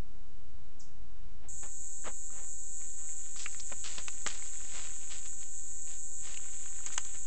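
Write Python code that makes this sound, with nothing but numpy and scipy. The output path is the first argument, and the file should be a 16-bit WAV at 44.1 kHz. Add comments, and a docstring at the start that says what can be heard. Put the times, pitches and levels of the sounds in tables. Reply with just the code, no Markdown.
"""A quiet creek bed in summer: low air rumble, a faint wash of water and one thin, falling bird chip.
Then a cicada's buzz is suddenly there and holds steady, while feet shift on gravel close by with
soft scuffs, crunches and clicking pebbles. Water, air and grit are coloured noise, the chip is a
gliding tone, the buzz is a fast train of clicks made to ring, and pebbles are short ringing bursts.
Rocky banks and trees scatter the buzz, the chip and the pebble clicks."""
import sys
import numpy as np
from scipy import signal
from scipy.fft import rfft, irfft, next_fast_len
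from scipy.io import wavfile
from scipy.ndimage import map_coordinates

SR = 44100
rng = np.random.default_rng(int(sys.argv[2]) if len(sys.argv) > 2 else 0)


def log_audio(samples):
    """Write samples as a 16-bit WAV file to the path given in sys.argv[1]."""
    # one column per channel
    frames = np.atleast_2d(samples).T
    # limit to full scale, then quantise
    limited = np.clip(frames, -1, 1)
    pcm = np.round(limited * 32767).astype(np.int16)
    wavfile.write(sys.argv[1], SR, pcm)


N = 320166  # length in samples, about 7.26 s

# tone colour of hard stones: f/Hz, relative level/dB
STONE_COLOUR = [(150, -24.5), (600, -2), (1100, 3), (2000, 0.5), (4000, -3), (6000, -3.5), (9000, -16)]
# dull tone colour of damp earth: f/Hz, relative level/dB
EARTH_COLOUR = [(60, -13), (220, -2), (380, -2.5), (550, 0.5), (900, -2.5), (1600, -10.5), (3000, -12),
                (6000, -30.5)]


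def amp(db):
    """Turn decibels into a gain."""
    return 10 ** (np.asarray(db) / 20)


def unit(x):
    """Scale a sound to an average (rms) level of 1."""
    return x / np.sqrt(np.mean(x ** 2) + 1e-20)


def curve(rows):
    """Draw straight lines between (time in s, value) rows, one value per sample."""
    return np.interp(np.arange(N) / SR, *np.transpose(rows))


def wobble(rate):
    """Make a smooth random curve with `rate` random points a second."""
    points = rng.standard_normal(int(N * rate / SR) + 4)
    return map_coordinates(points, [np.arange(N) * rate / SR])


def filtered(x, response):
    """Multiply each frequency in x by response(frequency in Hz)."""
    size = next_fast_len(len(x) + 8192)
    spectrum = rfft(x, size) * response(np.fft.rfftfreq(size, 1 / SR))
    return irfft(spectrum, size)[:len(x)]


def coloured(x, points):
    """Give x a tone colour from (Hz, dB) points, then scale it to rms 1."""
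    f, db = np.transpose(points)
    return unit(filtered(x, lambda hz: amp(np.interp(np.log(hz + 1), np.log(f), db))))


def ringing(x, centre_hz, width_hz):
    """Let x excite one resonance, then scale it to rms 1."""
    def resonance(f):
        damping = 1j * f * width_hz
        return damping / (centre_hz ** 2 - f * f + damping)

    return unit(filtered(x, resonance))


def add(track, s, sound):
    """Mix a sound into the track from s seconds on."""
    part = track[max(round(s * SR), 0):][:len(sound)]
    part += sound[:len(part)]


def banks(x, t60):
    """Scatter x from rocks and trees: dense random echoes that fade by 60 dB in t60 seconds."""
    t = np.arange(SR // 2) / SR
    tail = rng.standard_normal(len(t)) * amp(-60 * t / t60)
    return signal.fftconvolve(x, tail / np.linalg.norm(tail))[:N]


def creek():
    """Slow water makes an even wash of noise; moving air rumbles on the microphone."""
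    # wash: f/Hz, relative level/dB per Hz
    water = [(40, -4.5), (150, 0), (280, -2.5), (500, -8), (1000, -11), (2000, -17.5), (4000, -19.5),
             (5500, -21), (7200, -20), (8000, -28), (8800, -42.5)]
    # rumble: f/Hz, relative level/dB per Hz
    rumble_colour = [(8, 3.5), (25, 3), (50, -3.5), (85, -9.5), (130, -17.5), (200, -27.5), (500, -47),
                     (1500, -71.5)]
    # moving air, gusty at first and then calmer: t/s, rumble level/dB before the lift below
    air = [(0, -56), (.6, -55), (.87, -58), (1.02, -51.5), (1.4, -54.5), (1.8, -58), (3.2, -60.5),
           (3.8, -56.5), (4.3, -60), (7.26, -59.5)]
    lift_db, gust_db = 4.5, 1.3  # overall lift; depth of the quick random gusts

    wash = amp(-64.0 + 0.26 * wobble(3.8)) * coloured(rng.standard_normal(N), water)
    rumble_level = amp(curve(air) + lift_db + gust_db * wobble(10))
    rumble = rumble_level * coloured(rng.standard_normal(N), rumble_colour)
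    return wash + rumble


def bird():
    """One quick tone glides downward, mostly heard as its echo among the trees."""
    # pitch of the chip: t/s, f/Hz
    pitch = [(0.795, 6240), (0.7985, 8030), (0.802, 6750), (0.807, 5560), (0.812, 4750), (0.816, 4300)]
    leaves_hz = 7400  # upper edge of the echo

    t = np.arange(N) / SR
    start, end = pitch[0][0], pitch[-1][0]
    progress = np.clip((t - start) / (end - start), 0, 1)
    swell = np.abs(np.sin(np.pi * progress)) ** .5 * amp(-18 * progress)
    chip = amp(-46) * swell * np.sin(2 * np.pi * np.cumsum(curve(pitch)) / SR)
    # leaves swallow the highest part of the echo
    echo = filtered(banks(chip, t60=0.34), lambda hz: 1 / np.sqrt(1 + (hz / leaves_hz) ** 20))
    return chip + amp(5) * echo


def ticks(per_second, pitch_hz, pitch_spread, cycles, spread_db):
    """Single small stones: each rings for a few cycles at its own pitch and strength."""
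    chance = rng.random((int(per_second * N / SR), 4))
    start = (chance[:, :1] * N).astype(int)
    hz = pitch_hz * np.exp(pitch_spread * (chance[:, 1:2] + chance[:, 2:3] - 1))
    # mostly weak stones, a few strong ones
    strength = amp(spread_db * np.minimum(-np.log(1 - chance[:, 3:]), 3))
    lag = np.arange(SR // 128)
    turns = hz * lag / SR
    rings = strength * np.sin(2 * np.pi * turns) * np.exp(-turns / cycles)
    return unit(np.bincount((start + lag).ravel(), rings.ravel(), N)[:N])


def settling():
    """Grit keeps shifting under the weight of a foot: a fine rustle with separate ticks in it."""
    # tone colour of the rustle: f/Hz, relative level/dB per Hz
    gravel = [(150, -22.5), (500, -3), (1000, -4), (2200, 0.5), (3600, -0.5), (4600, -4.5), (6000, -1.5),
              (7500, -9.5), (9000, -22)]
    # how much loose grit shifts underfoot: t/s, level/dB
    grit_level = [(0, -93), (1.4, -75.5), (2.7, -76.5), (3.5, -62.5), (3.8, -64), (4.75, -56.5),
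                  (5.25, -65), (5.55, -70), (6.15, -73), (6.33, -61), (7.05, -60.5), (7.26, -64.5)]
    # fine sand in the grit: t/s, gain of the treble/dB
    sand = [(3.1, -3), (3.5, 4.5), (5.4, -1.5), (6.5, -3)]
    coarse_hz = 4020  # upper edge of the coarse stones' sound

    rustle = coloured(rng.standard_normal(N), gravel)
    stones = ticks(per_second=420, pitch_hz=2900, pitch_spread=.9, cycles=1.1, spread_db=6)
    shifting = amp(-2) * rustle + amp(-3) * stones
    # coarse stones sound dull; fine dry sand adds the treble
    dull = filtered(shifting, lambda hz: 1 / np.sqrt(1 + (hz / coarse_hz) ** 20))
    treble = amp(curve(sand)) * (shifting - dull)
    return amp(curve(grit_level) + 1.4 * wobble(30)) * (dull + treble)


def grit(size, per_second, spread_db):
    """Random tiny impacts of very unequal strength."""
    hit = rng.random(size) < per_second / SR
    strength = amp(spread_db * np.minimum(rng.standard_normal(size), 2))
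    return unit(hit * rng.standard_normal(size) * strength)


def footsteps():
    """Each scuff grinds gravel of its own coarseness over damp earth."""
    # foot scuffs: t/s, rise/s, fade/s, crunch level/dB, crunch centre f/Hz
    scuffs = [ (1.41, 0.035, 0.031, -70, 1000), (1.623, 0.011, 0.043, -56.5, 1440),
              (2.040, 0.029, 0.03, -46.5, 1420), (2.29, .08, 0.085, -60, 1600),
              (2.794, 0.012, 0.057, -63, 2100), (2.967, 0.026, .25, -68, 1680),
              (3.358, 0.045, 0.053, -45.5, 6000), (3.713, .008, 0.012, -45, 1590),
              (3.839, .003, .14, -46, 3960), (3.97, 0.013, 0.029, -50, 2100),
              (4.262, .002, 0.0077, -38, 1450), (4.267, .003, 0.089, -44.5, 3600),
              (4.657, 0.12, 0.094, -49, 3020), (5.099, 0.0026, 0.088, -49.5, 3670),
              (5.239, .015, 0.022, -52.5, 3260), (5.404, 0.009, 0.045, -58, 3200),
              (5.85, 0.051, 0.065, -57.5, 3200), (6.205, 0.079, .06, -51.5, 3130),
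              (6.5, 0.043, .025, -59.5, 2900), (6.862, 0.0025, 0.021, -46.5, 2880),
              (6.909, 0.013, .035, -52.5, 3000), (7.138, 0.0073, 0.03, -55, 2320)]
    fade_shape = 1.85  # the foot's pressure lingers, then falls ever faster
    # earth compared with crunch at that centre: the duller the scuff, the more earth
    earth_at_centre_db, earth_centre_hz, earth_db_per_octave = 2, 1517, -11.5

    t = np.arange(SR // 2) / SR
    track = np.zeros(N)
    for s, rise, fade, crunch_db, centre_hz in scuffs:
        release = np.exp(-(np.maximum(t - rise, 0) / fade) ** fade_shape)
        pressure = np.clip(t / rise, 0, 1) * release
        grains = grit(len(t), per_second=3500, spread_db=3.5) * amp(1.8 * wobble(110)[:len(t)])
        crunch = ringing(coloured(grains, STONE_COLOUR), centre_hz, width_hz=1.19 * centre_hz)
        crunch = ringing(crunch, centre_hz, width_hz=3.7 * centre_hz)
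        earth = coloured(rng.standard_normal(len(t)), EARTH_COLOUR)
        earth_db = earth_at_centre_db + earth_db_per_octave * np.log2(centre_hz / earth_centre_hz)
        add(track, s, amp(crunch_db) * pressure * (crunch + amp(earth_db) * earth))
    return track


def pebbles():
    """Stones knock together: a crack with a short ring, a dull knock in the ground and a bright ping."""
    # contacts: t/s, crack level/dB, ring f/Hz, ring width/Hz, bright ping relative to crack/dB
    contacts = [ (2.042, -44.5, 1600, 1300, -21), (2.303, -51, 1100, 300, -18),
                (2.816, -49, 2200, 400, -19), (3.019, -53, 1140, 350, -18), (3.09, -49, 2240, 400, -20),
                (3.361, -42.5, 2000, 3000, -18), (3.460, -29, 1680, 500, -29),
                (3.461, -31.5, 2560, 547, -31), (3.546, -41.5, 2380, 2500, -21),
                (3.598, -36.5, 4400, 2800, -22), (3.604, -37.5, 5250, 1800, 0),
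                (3.723, -37, 2000, 1300, -22), (3.982, -29.5, 2840, 3410, -10),
                (4.082, -28.5, 2500, 2200, -4), (4.264, -27, 2420, 3000, -2),
                (4.2717, -29, 2030, 2990, 5.5), (4.314, -41, 2200, 900, 0.5),
                (4.423, -41, 2110, 1710, -19.5), (4.857, -44.5, 2980, 2800, -20),
                (6.344, -40, 3170, 1300, -13), (6.373, -36.5, 2870, 1390, -2),
                (6.659, -44, 1910, 1500, -11), (6.862, -44, 2400, 2420, 18), (6.903, -43, 1490, 900, -16),
                (6.926, -48, 2600, 2000, 14), (6.943, -47, 2300, 2000, 11), (6.978, -28, 1146, 550, 6.5),
                (6.979, -24.5, 2730, 2200, -6), (7.049, -44, 3400, 3000, 10.5)]
    # tone colour of the bright ping: f/Hz, relative level/dB
    ping_colour = [(4800, -42), (5800, -10.5), (6500, 1), (7200, 2), (7900, -3.5), (8800, -30.5)]
    knock_db = -18  # the ground's knock, relative to the crack

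    track, t = np.zeros(N), np.arange(SR // 16) / SR

    def struck(sound, t60):
        """A blow of fixed energy that dies away by 60 dB in t60 seconds."""
        fade = amp(-60 * t / t60) * (1 - np.exp(-t / 0.00027))
        return unit(sound * fade) * np.sqrt(np.mean(fade ** 2))

    for s, db, ring_hz, width_hz, ping_db in contacts:
        crack, knock, ping = rng.standard_normal((3, len(t)))
        ring = ringing(coloured(crack, STONE_COLOUR), ring_hz, width_hz)
        ring = ringing(ring, ring_hz, width_hz=2.2 * width_hz)
        body = struck(ring, t60=0.016)
        ground = amp(knock_db) * struck(coloured(knock, EARTH_COLOUR), t60=0.023)
        bright = amp(ping_db) * struck(coloured(ping, ping_colour), t60=0.019)
        add(track, s, amp(db) * (body + ground + bright))
    return track + amp(-13) * banks(track, t60=.12)


def buckles(cycles, jitter_s, scatter_db):
    """One sharp click per cycle, uneven in time and size."""
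    at = np.interp(np.arange(1, int(cycles[-1])), cycles, np.arange(N))
    chance = rng.standard_normal((len(at), 2))
    at = at + jitter_s * SR * chance[:, 0]
    # a short sinc pulse lets each click fall between two samples
    taps = at.astype(int)[:, None] + np.arange(-8, 9)
    clicks = np.sinc(taps - at[:, None]) * amp(scatter_db * chance[:, 1:])
    return np.bincount(np.clip(taps, 0, N - 1).ravel(), clicks.ravel(), N)


def cicada():
    """The tymbal snaps in, then more weakly out; the hollow abdomen rings, and the banks smear the buzz."""
    # tymbal speed before a slight random drift: t/s, in-and-out cycles per second/Hz
    tymbal = [(1.5, 157.8), (2.8, 158.1), (4.0, 159), (4.5, 158.8), (5.6, 159.6), (7.26, 160)]
    # resonance of the hollow abdomen: f/Hz, relative level/dB
    abdomen = [(4500, -67), (5500, -32.5), (5950, -19), (6280, -14), (6400, -8), (6700, -6), (7050, -1.5),
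               (7190, -5), (7320, 1.5), (7450, -5.5), (7850, -1), (8200, -7.5), (8400, -11), (8900, -32)]
    # loudness of the buzz: t/s, level/dB
    buzz_level = [(1.5, -45.5), (2.6, -44.5), (4.3, -44), (5.6, -44.5), (7.26, -44.1)]
    buzz_start, waver_db = 1.484, 0.32  # start in s; the level wavers a little

    cycles = np.cumsum(curve(tymbal) + .2 * wobble(6)) / SR
    inward = buckles(cycles, jitter_s=.00012, scatter_db=1.8)
    outward = amp(-10) * buckles(cycles - .36, jitter_s=.0003, scatter_db=2.5)
    snaps = inward + outward
    # the straight path keeps more treble than the scatter from rocks and leaves
    direct = coloured(snaps, abdomen)
    direct = coloured(direct, [(6000, -5.5), (7000, -0.5), (7500, 5.5), (8500, -0.5)])
    # plain noise joins the scattered snaps and blurs them
    scattered = unit(banks(snaps, t60=0.3)) + amp(3.0) * rng.standard_normal(N)
    scattered = coloured(scattered, abdomen)
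    scattered = coloured(scattered, [(6000, 2), (7100, 1.3), (7500, -1.2), (8500, -1.7)])
    buzz = unit(direct * amp(1 + 1.1 * wobble(22)) + scattered)
    present = np.clip((np.arange(N) / SR - buzz_start) / .002, 0, 1)
    return present * amp(curve(buzz_level) + waver_db * wobble(13)) * buzz


def scene():
    """Everything reaches one microphone."""
    background = creek() + bird()
    ground = footsteps() + settling() + pebbles()
    return (background + ground + cicada())[None]


def record(dry):
    """The camera keeps only the sound below a low band limit and adds a constant electrical offset."""
    top_hz, offset = 8980, -.0545  # offset as a share of full scale
    return filtered(dry[0], lambda hz: hz < top_hz)[None] + offset


dry = scene()
out = record(dry)
log_audio(out)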